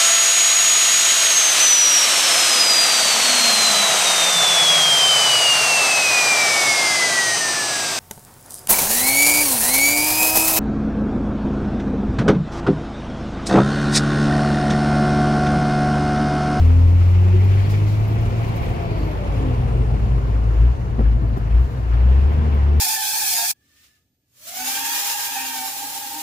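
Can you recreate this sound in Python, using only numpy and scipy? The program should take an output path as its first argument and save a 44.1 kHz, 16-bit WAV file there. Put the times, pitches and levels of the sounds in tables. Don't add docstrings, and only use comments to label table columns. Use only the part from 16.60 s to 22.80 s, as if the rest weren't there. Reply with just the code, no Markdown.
import sys
import numpy as np
from scipy import signal
from scipy.io import wavfile

SR = 44100
rng = np.random.default_rng(int(sys.argv[2]) if len(sys.argv) > 2 else 0)


def digitize_waveform(pressure):
    field = np.atleast_2d(pressure).T
    bounded = np.clip(field, -1, 1)
    quanta = np.round(bounded * 32767).astype(np.int16)
    wavfile.write(sys.argv[1], SR, quanta)


N = 273420
TIME = np.arange(N) / SR


def from_db(db):
    return 10 ** (np.asarray(db) / 20)


def rms_one(x):
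    return x / np.sqrt(np.mean(x ** 2) + 1e-20)


def in_time(rows):
    s, *columns = np.transpose(rows)
    return [np.interp(TIME, s, column) for column in columns]


def at_hz(points, hz):
    point_hz, values = np.array(points).T
    return np.interp(np.log(hz), np.log(point_hz), values)


def drift(rate_hz):
    step = 40
    pole = np.exp(-2 * np.pi * rate_hz * step / SR)
    white = rng.standard_normal(N // step + 2002)
    slow = signal.lfilter([1], [1, -2 * pole, pole * pole], white)[2000:]
    return np.interp(np.arange(N) / step, np.arange(len(slow)), rms_one(slow))


def turning(hz):
    return 2 * np.pi * np.cumsum(hz) / SR


def tone(phase, db):
    return np.sqrt(2) * from_db(db) * np.sin(phase)


def ring(x, hz, t60):
    radius, angle = from_db(-60 / (t60 * SR)), 2 * np.pi * hz / SR
    feedback = [1, -2 * radius * np.cos(angle), radius * radius]
    return signal.lfilter([0, np.sin(angle)], feedback, x + 1e-18)


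def band_pass(x, low_hz, high_hz, order=2):
    band = signal.butter(order, [low_hz, high_hz], "band", fs=SR, output="sos")
    return signal.sosfilt(band, x)


def swells(rows):
    return sum(from_db(db) * np.exp(-((TIME - s) / half) ** 2) for s, half, db in rows)


def resonance_gain(modes, hz):
    power = 0
    for centre, width, db in modes:
        power = power + from_db(db) ** 2 / (1 + (2 * (hz - centre) / width) ** 2) ** 2
    return np.sqrt(power)


# frequency in Hz, likeness (1 is identical, 0 unrelated).
PORT_LIKENESS = [(25, 0.87), (60, 0.8), (125, 0.9), (250, 0.7), (500, 0.72), (1000, 0.46), (2000, 0.29),
                 (4000, 0.11), (12000, 0.095)]


def noise(spectrum, flicker_db):
    edges = 18 * 2 ** (np.arange(31) / 3)
    white = rng.standard_normal((2, 2, N))
    out = 0
    for k, (low, high) in enumerate(zip(edges, edges[1:])):
        hz, flicker = np.sqrt(low * high), drift(26.0)
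        if spectrum[0][0] <= hz <= spectrum[-1][0] * 2 ** .5:
            mid, side = band_pass(white[k % 2], low, high)
            alike = np.clip(at_hz(PORT_LIKENESS, hz), 0, 1)
            gain = from_db(at_hz(spectrum, hz) + flicker_db * flicker)
            out = out + gain * (np.sqrt(1 + alike) * mid + np.sqrt(1 - alike) * side * [[1], [-1]])
    return rms_one(out)


# time in seconds, rumble in dB, roar in dB.
ROAD_LEVELS = [(0, -37.5, -39.5), (.4, -40.5, -42.5), (.8, -38.5, -40), (1.4, -35, -40),
               (2.15, -34.5, -37.5), (2.9, -35.5, -39), (3.35, -35, -40.5), (4.2, -37.5, -43),
               (4.55, -34, -43.5), (5.2, -40, -43), (5.8, -35.5, -38.5), (6.2, -37.5, -41)]
# time in seconds, pitch in Hz, level in dB.
DRIVELINE_HUM = [(0, 45.1, -22), (.6, 48.6, -30), (2.1, 52.2, -34.5), (2.7, 53.37, -24.5),
                 (3.5, 55.67, -18), (3.9, 55.63, -23), (5, 59.5, -59.5), (6.2, 58.85, -40.5)]
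# time in seconds, level in dB.
CAB_DRONE = [(0, -56.5), (2.5, -37), (2.9, -20.5), (3.3, -21), (4.2, -27.5), (5.1, -29), (6.2, -33.5)]
DRONE_HZ, DRONE_SPREAD_HZ = 115.2, 6.38
# frequency in Hz, density in dB per Hz.
RUMBLE_SPECTRUM = [(20, -36.5), (32, -13), (45, 9), (62, -11), (85, 4), (110, -1), (140, -2.5),
                   (175, -11.5), (230, -7.5), (300, -20.5), (420, -24.5), (700, -50)]
ROAR_SPECTRUM = [(170, -7.5), (260, -17.5), (340, 3), (460, 1), (600, -5.5), (720, 0.5), (900, -6.5),
                 (1100, -4.5), (1400, -18.5), (2000, -20.5), (3500, -38)]
TREAD_SPECTRUM = [(700, -18.5), (1100, -9.5), (1500, 3), (2000, -4.5), (3000, -16)]


def running_gear():
    rumble_db, roar_db = in_time(ROAD_LEVELS)
    shaft_hz, shaft_db = in_time(DRIVELINE_HUM)
    drone_db, = in_time(CAB_DRONE)
    hum = tone(turning(shaft_hz), shaft_db + drift(7.4))
    drone_phase = turning(DRONE_HZ + DRONE_SPREAD_HZ * drift(11.7))
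    drone = tone(drone_phase, drone_db - 3.5 + drift(7.4))
    rumble = from_db(rumble_db + 10.5) * noise(RUMBLE_SPECTRUM, flicker_db=2.0)
    roar = from_db(roar_db + 5.0) * noise(ROAR_SPECTRUM, flicker_db=1.5)
    tread_db = -53.5 + 65 * np.log10(shaft_hz / shaft_hz.mean())
    tread = from_db(tread_db) * noise(TREAD_SPECTRUM, flicker_db=4.0)
    return hum + drone + rumble + roar + tread


# start in seconds, level in dB, rise in seconds, 60 dB fall in seconds.
AIR_SPITS = [(1.089, -37, 0.012, 0.29), (1.26, -35.5, 0.062, 0.38)]
# frequency in Hz, density in dB per Hz.
PUFF_SPECTRUM = [(1500, -28), (3000, 8), (4500, 8), (7000, 2), (9000, -5), (12000, -2), (16000, -4.5)]


def air_valve():
    flow = 0
    for start, db, rise, t60 in AIR_SPITS:
        age = np.maximum(TIME - start, 0)
        flow = flow + (1 - np.exp(-age / rise)) * from_db(db - 60 * age / t60)
    return flow * noise(PUFF_SPECTRUM, flicker_db=1.2)


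# frequency in Hz, density in dB per Hz.
BREATH_SPECTRUM = [(7000, -5), (10000, -6), (12000, 5.5), (14000, 0.5), (16000, -2.5)]
# top in seconds, half length in seconds, level in dB.
HIGH_SWISHES = [(4.69, 0.01, -64), (5.06, 0.14, -66), (5.72, .04, -65), (5.95, 0.016, -60.5)]


def swishes():
    return swells(HIGH_SWISHES) * noise(BREATH_SPECTRUM, flicker_db=2.5)


# top in seconds, half length in seconds, level in dB.
PANEL_SHUDDERS = [(2.86, .045, -30.5), (4.635, .025, -33.5)]


def shudder():
    hz = 314 + 11.5 * drift(31)
    return swells(PANEL_SHUDDERS) * tone(turning(hz), 0)


# start in seconds, level in dB, brightness in dB per octave, trim rattle in dB.
CAB_KNOCKS = [(2.876, -38, 0, -63), (4.384, -28, -8, -80), (4.392, -14.5, 1, -70), (4.406, -19, 0, -72),
              (4.618, -30, -1, -76), (4.632, -30, -3, -80), (4.763, -23.5, 3, -61), (4.771, -22, 4, -55),
              (5.188, -31, -2, -80)]
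# frequency in Hz, level in dB, 60 dB fall in seconds.
CAB_RINGS = [(180, 5.5, 0.019), (200, 4, 0.024), (268, -4.5, 0.065), (318, 0, 0.014), (396, -6, 0.064),
             (470, -0.5, 0.0088), (587, -19, 0.024), (760, -8, 0.031), (814, -14, 0.022), (990, -14, 0.026)]
# frequency in Hz, density in dB per Hz.
TRIM_SPECTRUM = [(2500, -11), (5000, -1.5), (8000, -5), (12000, -5), (16000, -12)]
CRUNCH_SPECTRUM = [(140, 3.5), (260, 5), (500, -2), (900, -9), (1300, -19)]


def knocks(rattle_t60, crunch_db, crunch_t60):
    ringing, rattle, crunch = np.zeros((2, N)), np.zeros(N), np.zeros(N)
    start_s, level_db, bright_db, _ = np.transpose(CAB_KNOCKS)
    for k, (hz, db, t60) in enumerate(CAB_RINGS):
        strength_db = level_db + db + bright_db * np.log2(hz / 300)
        scatter_db = rng.normal(0, 1, (len(start_s), 2))
        clicks = np.zeros((2, N))
        clicks[:, (start_s * SR).astype(int)] = from_db(strength_db[:, None] + scatter_db).T
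        ringing += (-1) ** (k // 2) * ring(clicks, hz, t60)
    for start, db, _, rattle_db in CAB_KNOCKS:
        age = np.abs(TIME - start)
        struck = np.clip((TIME - start) / 0.0029, 0, 1)
        rattle += struck * from_db(rattle_db - 60 * age / rattle_t60)
        crunch += struck * from_db(db + crunch_db - 60 * age / crunch_t60)
    rattling = rattle * noise(TRIM_SPECTRUM, flicker_db=2.5)
    return ringing + rattling + crunch * noise(CRUNCH_SPECTRUM, flicker_db=1)


# time in seconds, level in dB.
TURBO_WHISTLE = [(0, -75.5), (2.15, -71), (2.35, -72), (2.48, -65), (2.68, -70), (3.1, -69), (3.45, -73),
                 (3.9, -78), (4.25, -69), (4.45, -87)]
TURBO_START_HZ, TURBO_TOP_HZ, TURBO_IDLE_HZ, SPOOL_HZ_PER_S = 12700, 15800, 1650, 2700
LIFT_S, RUN_DOWN_S = 2.1, 1.0
# top in seconds, half length in seconds, level in dB.
PIPE_SWELLS = [(1.05, 0.095, -53), (2.38, 0.15, -53)]


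def turbo(breath_db, breath_db_per_octave):
    spooled_hz = np.minimum(TURBO_START_HZ + SPOOL_HZ_PER_S * TIME, TURBO_TOP_HZ)
    slowing = 1 + np.maximum(TIME - LIFT_S, 0) / RUN_DOWN_S
    hz = TURBO_IDLE_HZ + (spooled_hz - TURBO_IDLE_HZ) / slowing
    whistle_db, = in_time(TURBO_WHISTLE)
    blur = 1 + .02 * np.array([drift(450), drift(450)])
    whistle = np.array([tone(turning(hz * port), whistle_db - .5 + 3 * drift(15)) for port in blur])
    level_db = breath_db + breath_db_per_octave * np.log2(hz / TURBO_TOP_HZ)
    breath = from_db(level_db) * noise(BREATH_SPECTRUM, flicker_db=6.0)
    pipe = rms_one(ring(rng.standard_normal((2, N)), hz=4440, t60=0.0069))
    return whistle + breath + swells(PIPE_SWELLS) * pipe


# time in seconds, firings per second.
ENGINE_REVS = [(0, 81.8), (.5, 89.7), (1, 97.8), (1.7, 111.8), (1.95, 111.5), (2.15, 113.6), (2.9, 82.6),
               (3.15, 73.5), (3.65, 60), (3.95, 53.5), (4.9, 54), (5.3, 56.4), (5.8, 76.3), (6, 70.3),
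               (6.2, 75)]
# time in seconds, level in dB.
BOOM_LEVEL = [(0, -10.5), (.85, -12), (1.05, -15), (1.35, -16.5), (1.95, -25), (2.15, -34.5), (3.1, -23.5),
              (3.55, -27), (3.78, -23.5), (4.68, -15.5), (4.78, -24.5), (5.25, -17.5), (5.5, -10.5),
              (5.85, -17.5), (6.12, -13)]
# time in seconds, combustion clatter in dB, intake hiss in dB.
LOAD_LEVELS = [(0, -43.5, -57.5), (.3, -45.5, -62), (.45, -43.5, -60), (.72, -43.5, -61.5), (1, -41.5, -59),
               (1.45, -45, -60), (2.08, -42.5, -59.5), (2.25, -45, -64), (2.85, -43.5, -62),
               (3.15, -47.5, -65), (3.8, -51, -64.5), (4.65, -56, -68.5), (4.9, -51, -66), (5.18, -55, -65),
               (5.33, -47.5, -67.5), (5.65, -45.5, -65.5), (6.2, -46.5, -67.5)]
# start in seconds, seconds from start until the pedal lifts,
# revs gained in firings per second, boom in dB, clatter rise in dB.
THROTTLE_BLIPS = [(3.941, 0.1328, 12, -12, 5), (4.389, .1, 3.5, -12.5, 5.5), (4.886, 0.105, 11, -10.5, 3.5)]
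PEDAL_ATTACK_S, PEDAL_RELEASE_S, COAST_S = 0.0628, 0.092, .24
FUEL_CUT_DB = 1


def throttle():
    rate, = in_time(ENGINE_REVS)
    boom_db, = in_time(BOOM_LEVEL)
    clatter_db, hiss_db = in_time(LOAD_LEVELS)
    for start, held, gained, blip_db, rise_db in THROTTLE_BLIPS:
        age, shut = TIME - start, held + PEDAL_RELEASE_S
        pedal = np.interp(age, [0, PEDAL_ATTACK_S, held, shut], [0, 1, 1, 0])
        surplus = np.interp(age, [PEDAL_ATTACK_S / 2, shut, shut + COAST_S], [0, gained, 0])
        rate = rate + surplus
        unfuelled = from_db(boom_db - FUEL_CUT_DB * surplus)
        boom_db = 20 * np.log10(pedal * from_db(blip_db) + (1 - pedal) * unfuelled)
        clatter_db = clatter_db + rise_db * pedal
    return rate, boom_db, clatter_db, hiss_db


OVERRUN_FALL, OVERRUN_BUILD_S = 32.2, 0.07
OVERRUN_GONE, OVERRUN_FULL = 70, 92


def overrun():
    rate, = in_time(ENGINE_REVS)
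    keep = np.exp(-1 / (OVERRUN_BUILD_S * SR))
    fall = np.clip(-np.gradient(rate) * SR / OVERRUN_FALL, 0, 1)
    falling = signal.lfilter([1 - keep], [1, -keep], fall)
    return falling * np.interp(rate, [OVERRUN_GONE, OVERRUN_FULL], [0, 1])


# frequency in Hz, width in Hz, level in dB.
FAN_PANEL_MODES = [(202.5, 22.3, -33.5), (230.5, 11, -31.5), (258.9, 21, -30.5), (316.5, 24, -35),
                   (340, 8.1, -41), (467, 54, -33), (524, 35, -39.5), (567.4, 46, -37), (687, 81, -35),
                   (853, 58, -41), (1010, 100, -41.5)]


def fan(level_db, overtone_db, fall_db, flutter_db, rough, count=4):
    hz = 3.09 * in_time(ENGINE_REVS)[0]
    blade = turning(hz) + rough * drift(30)
    out = 0
    for k in range(1, count + 1):
        harmonic_db = level_db if k == 1 else overtone_db - fall_db * (k - 2)
        db = harmonic_db + k * flutter_db * drift(19)
        port_phase = np.array([[0], [.5 * k - .8]])
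        out = out + resonance_gain(FAN_PANEL_MODES, k * hz) * tone(k * blade + port_phase, db)
    return out


# frequency in Hz, width in Hz, level in dB.
CAB_AIR_MODES = [(87, 13, -32.5), (115.2, 35, -33), (153, 16, -34), (168, 53, -40), (188, 17, -33.5),
                 (226.2, 3.2, -36), (366, 26, -34)]


def pump(rate, level_db):
    hz = 3.9 * rate
    return resonance_gain(CAB_AIR_MODES[-1:], hz) * tone(turning(hz), level_db + 4.8 * drift(23))


# frequency in Hz, density in dB per Hz.
CLATTER_SPECTRUM = [(800, -36), (1200, -3.5), (1600, -3.5), (2250, 4), (2800, -2.5), (3500, -6.5),
                    (4400, -13), (5200, -15), (6000, -27.5), (7000, -25.5), (8000, -24.5), (12000, -43.5)]
KNOCK_SPECTRUM = [(800, -8.5), (1150, 6), (1600, 0), (2100, -10.5)]
RUSH_SPECTRUM = [(2500, -24.5), (4200, 10), (5500, 4.5), (7000, 5), (8200, -3), (9700, 2.5), (11000, -6),
                 (12200, -4.5), (14000, -12.5), (16000, -13)]


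def combustion(firing, rate, clatter_db, hiss_db, throb, knock_throb):
    stroke = np.cos(firing) + .6 * np.cos(firing / 2) + .5 * np.cos(firing / 4)
    octaves = np.log2(rate / rate.mean())
    injector = rms_one(ring(rng.standard_normal((2, N)), hz=2300, t60=.006))
    ringing = from_db(-7.5 + 14.4 * octaves + 2.5 * drift(25)) * injector
    cover = rms_one(band_pass(rng.standard_normal((2, N)), 2414, 2960, order=3))
    buzz = from_db(-9.5 - 3.5 * octaves) * cover
    bright = noise(CLATTER_SPECTRUM, flicker_db=1.5) + ringing + buzz
    clatter = from_db(clatter_db - 2.0) * rms_one(np.exp(throb * stroke)) * bright
    knock_gain = from_db(clatter_db - 1.0 - 10.7 * octaves) * rms_one(np.exp(knock_throb * stroke))
    knock = knock_gain * noise(KNOCK_SPECTRUM, flicker_db=2.4)
    rush = from_db(hiss_db + 7.5 + .5 * drift(15)) * noise(RUSH_SPECTRUM, flicker_db=1.0)
    return (clatter + knock + rush) * from_db(.5 * drift(23))


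# frequency in Hz, width in Hz, level in dB.
BLOCK_PANELS = [(352.6, 27, -7), (425, 62, 1.5), (488, 61, 1), (580, 71, -6), (715, 130, -2)]
# time in seconds, level in dB.
GROWL_LEVEL = [(0, -53.5), (1.3, -53), (2.0, -35), (2.5, -41), (2.85, -36), (3.3, -40), (4.1, -43),
               (5.2, -55), (5.85, -50.5), (6.2, -55)]
CYLINDER_STRENGTH = [2, -0.77, 1, -3.2]


def block(firing, throb, thud_db, scatter_db):
    growl_db, = in_time(GROWL_LEVEL)
    shake = rng.standard_normal((2, N)) * np.exp(throb * (np.cos(firing) + np.cos(firing / 2)))
    fired = np.flatnonzero(np.diff(firing // (2 * np.pi)))
    scatter = scatter_db * rng.standard_normal(len(fired))
    thuds = np.zeros(N)
    thuds[fired] = from_db(np.resize(CYLINDER_STRENGTH, len(fired)) + scatter)
    drive = rms_one(shake) + from_db(thud_db) * rms_one(thuds)
    out = 0
    for hz, width, db in BLOCK_PANELS:
        out = out + from_db(db) * rms_one(band_pass(drive, hz - width / 2, hz + width / 2))
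    return from_db(growl_db) * rms_one(out)


LUG_DB, LUG_FALL_DB = -21, 17


def exhaust(firing, rate, boom_db, uneven_db, second_db, fifth_db):
    lean_db = .1 - 1.0 * np.log2(rate / rate.mean())
    boom = tone(firing, boom_db + 0.5 * drift(44) + lean_db * [[1], [-1]])
    lug_db = LUG_DB - LUG_FALL_DB * np.log2(rate / rate.min())
    out = boom + tone(2 * firing, boom_db + lug_db)
    for order, db in ((1.5, uneven_db), (2, second_db), (5, fifth_db)):
        overtone = tone(order * firing, db + 1.6 * drift(3.0))
        out = out + resonance_gain(CAB_AIR_MODES, order * rate) * overtone
    return out


PORT_LAG_MS, LEFT_DB = .4, 0.64


def scene():
    rate, boom_db, clatter_db, hiss_db = throttle()
    firing, pushed, octaves = turning(rate), overrun(), np.log2(rate / rate.mean())
    cab = running_gear() + air_valve() + swishes() + shudder()
    cab = cab + knocks(rattle_t60=.11, crunch_db=-6.5, crunch_t60=0.057)
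    engine = turbo(breath_db=-63.5, breath_db_per_octave=19.0)
    engine = engine + fan(level_db=-0.5 + 2.2 * pushed + 3 * octaves,
                          overtone_db=-10.5 + 8.1 * pushed + 3.4 * octaves,
                          fall_db=3.5, flutter_db=1.15 + 0.4 * pushed, rough=0.14 + .03 * pushed)
    engine = engine + pump(rate, level_db=-3.5 - 5.8 * pushed)
    engine = engine + combustion(firing, rate, clatter_db, hiss_db, throb=0.075, knock_throb=0.11)
    engine = engine + block(firing, throb=0.72, thud_db=-2, scatter_db=0.5)
    engine = engine + exhaust(firing, rate, boom_db, uneven_db=-3.5 + 9.7 * octaves,
                              second_db=-0.3 - 8.4 * pushed, fifth_db=-5.0)
    left, right = cab + engine
    lag = np.round(PORT_LAG_MS * SR / 1000)
    right = np.interp(np.arange(N) - lag, np.arange(N), right)
    return np.array([left, right]) * from_db([[LEFT_DB], [-LEFT_DB]])


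# frequency in Hz, width in Hz, level in dB.
MICROPHONE_COLOUR = [(3140, 420, 2), (9300, 1000, 1.5), (10400, 960, -0.5), (12200, 1200, 4),
                     (14300, 1700, 1.5)]
CUTOFF_HZ = 15750


def record(dry):
    for hz, width, db in MICROPHONE_COLOUR:
        peak = signal.lfilter(*signal.iirpeak(hz, hz / width, fs=SR), dry)
        dry = dry + (from_db(db) - 1) * peak
    steep_cut = signal.ellip(12, .2, 90, CUTOFF_HZ, fs=SR, output="sos")
    return signal.sosfilt(steep_cut, dry)


dry = scene()
out = record(dry)
digitize_waveform(out)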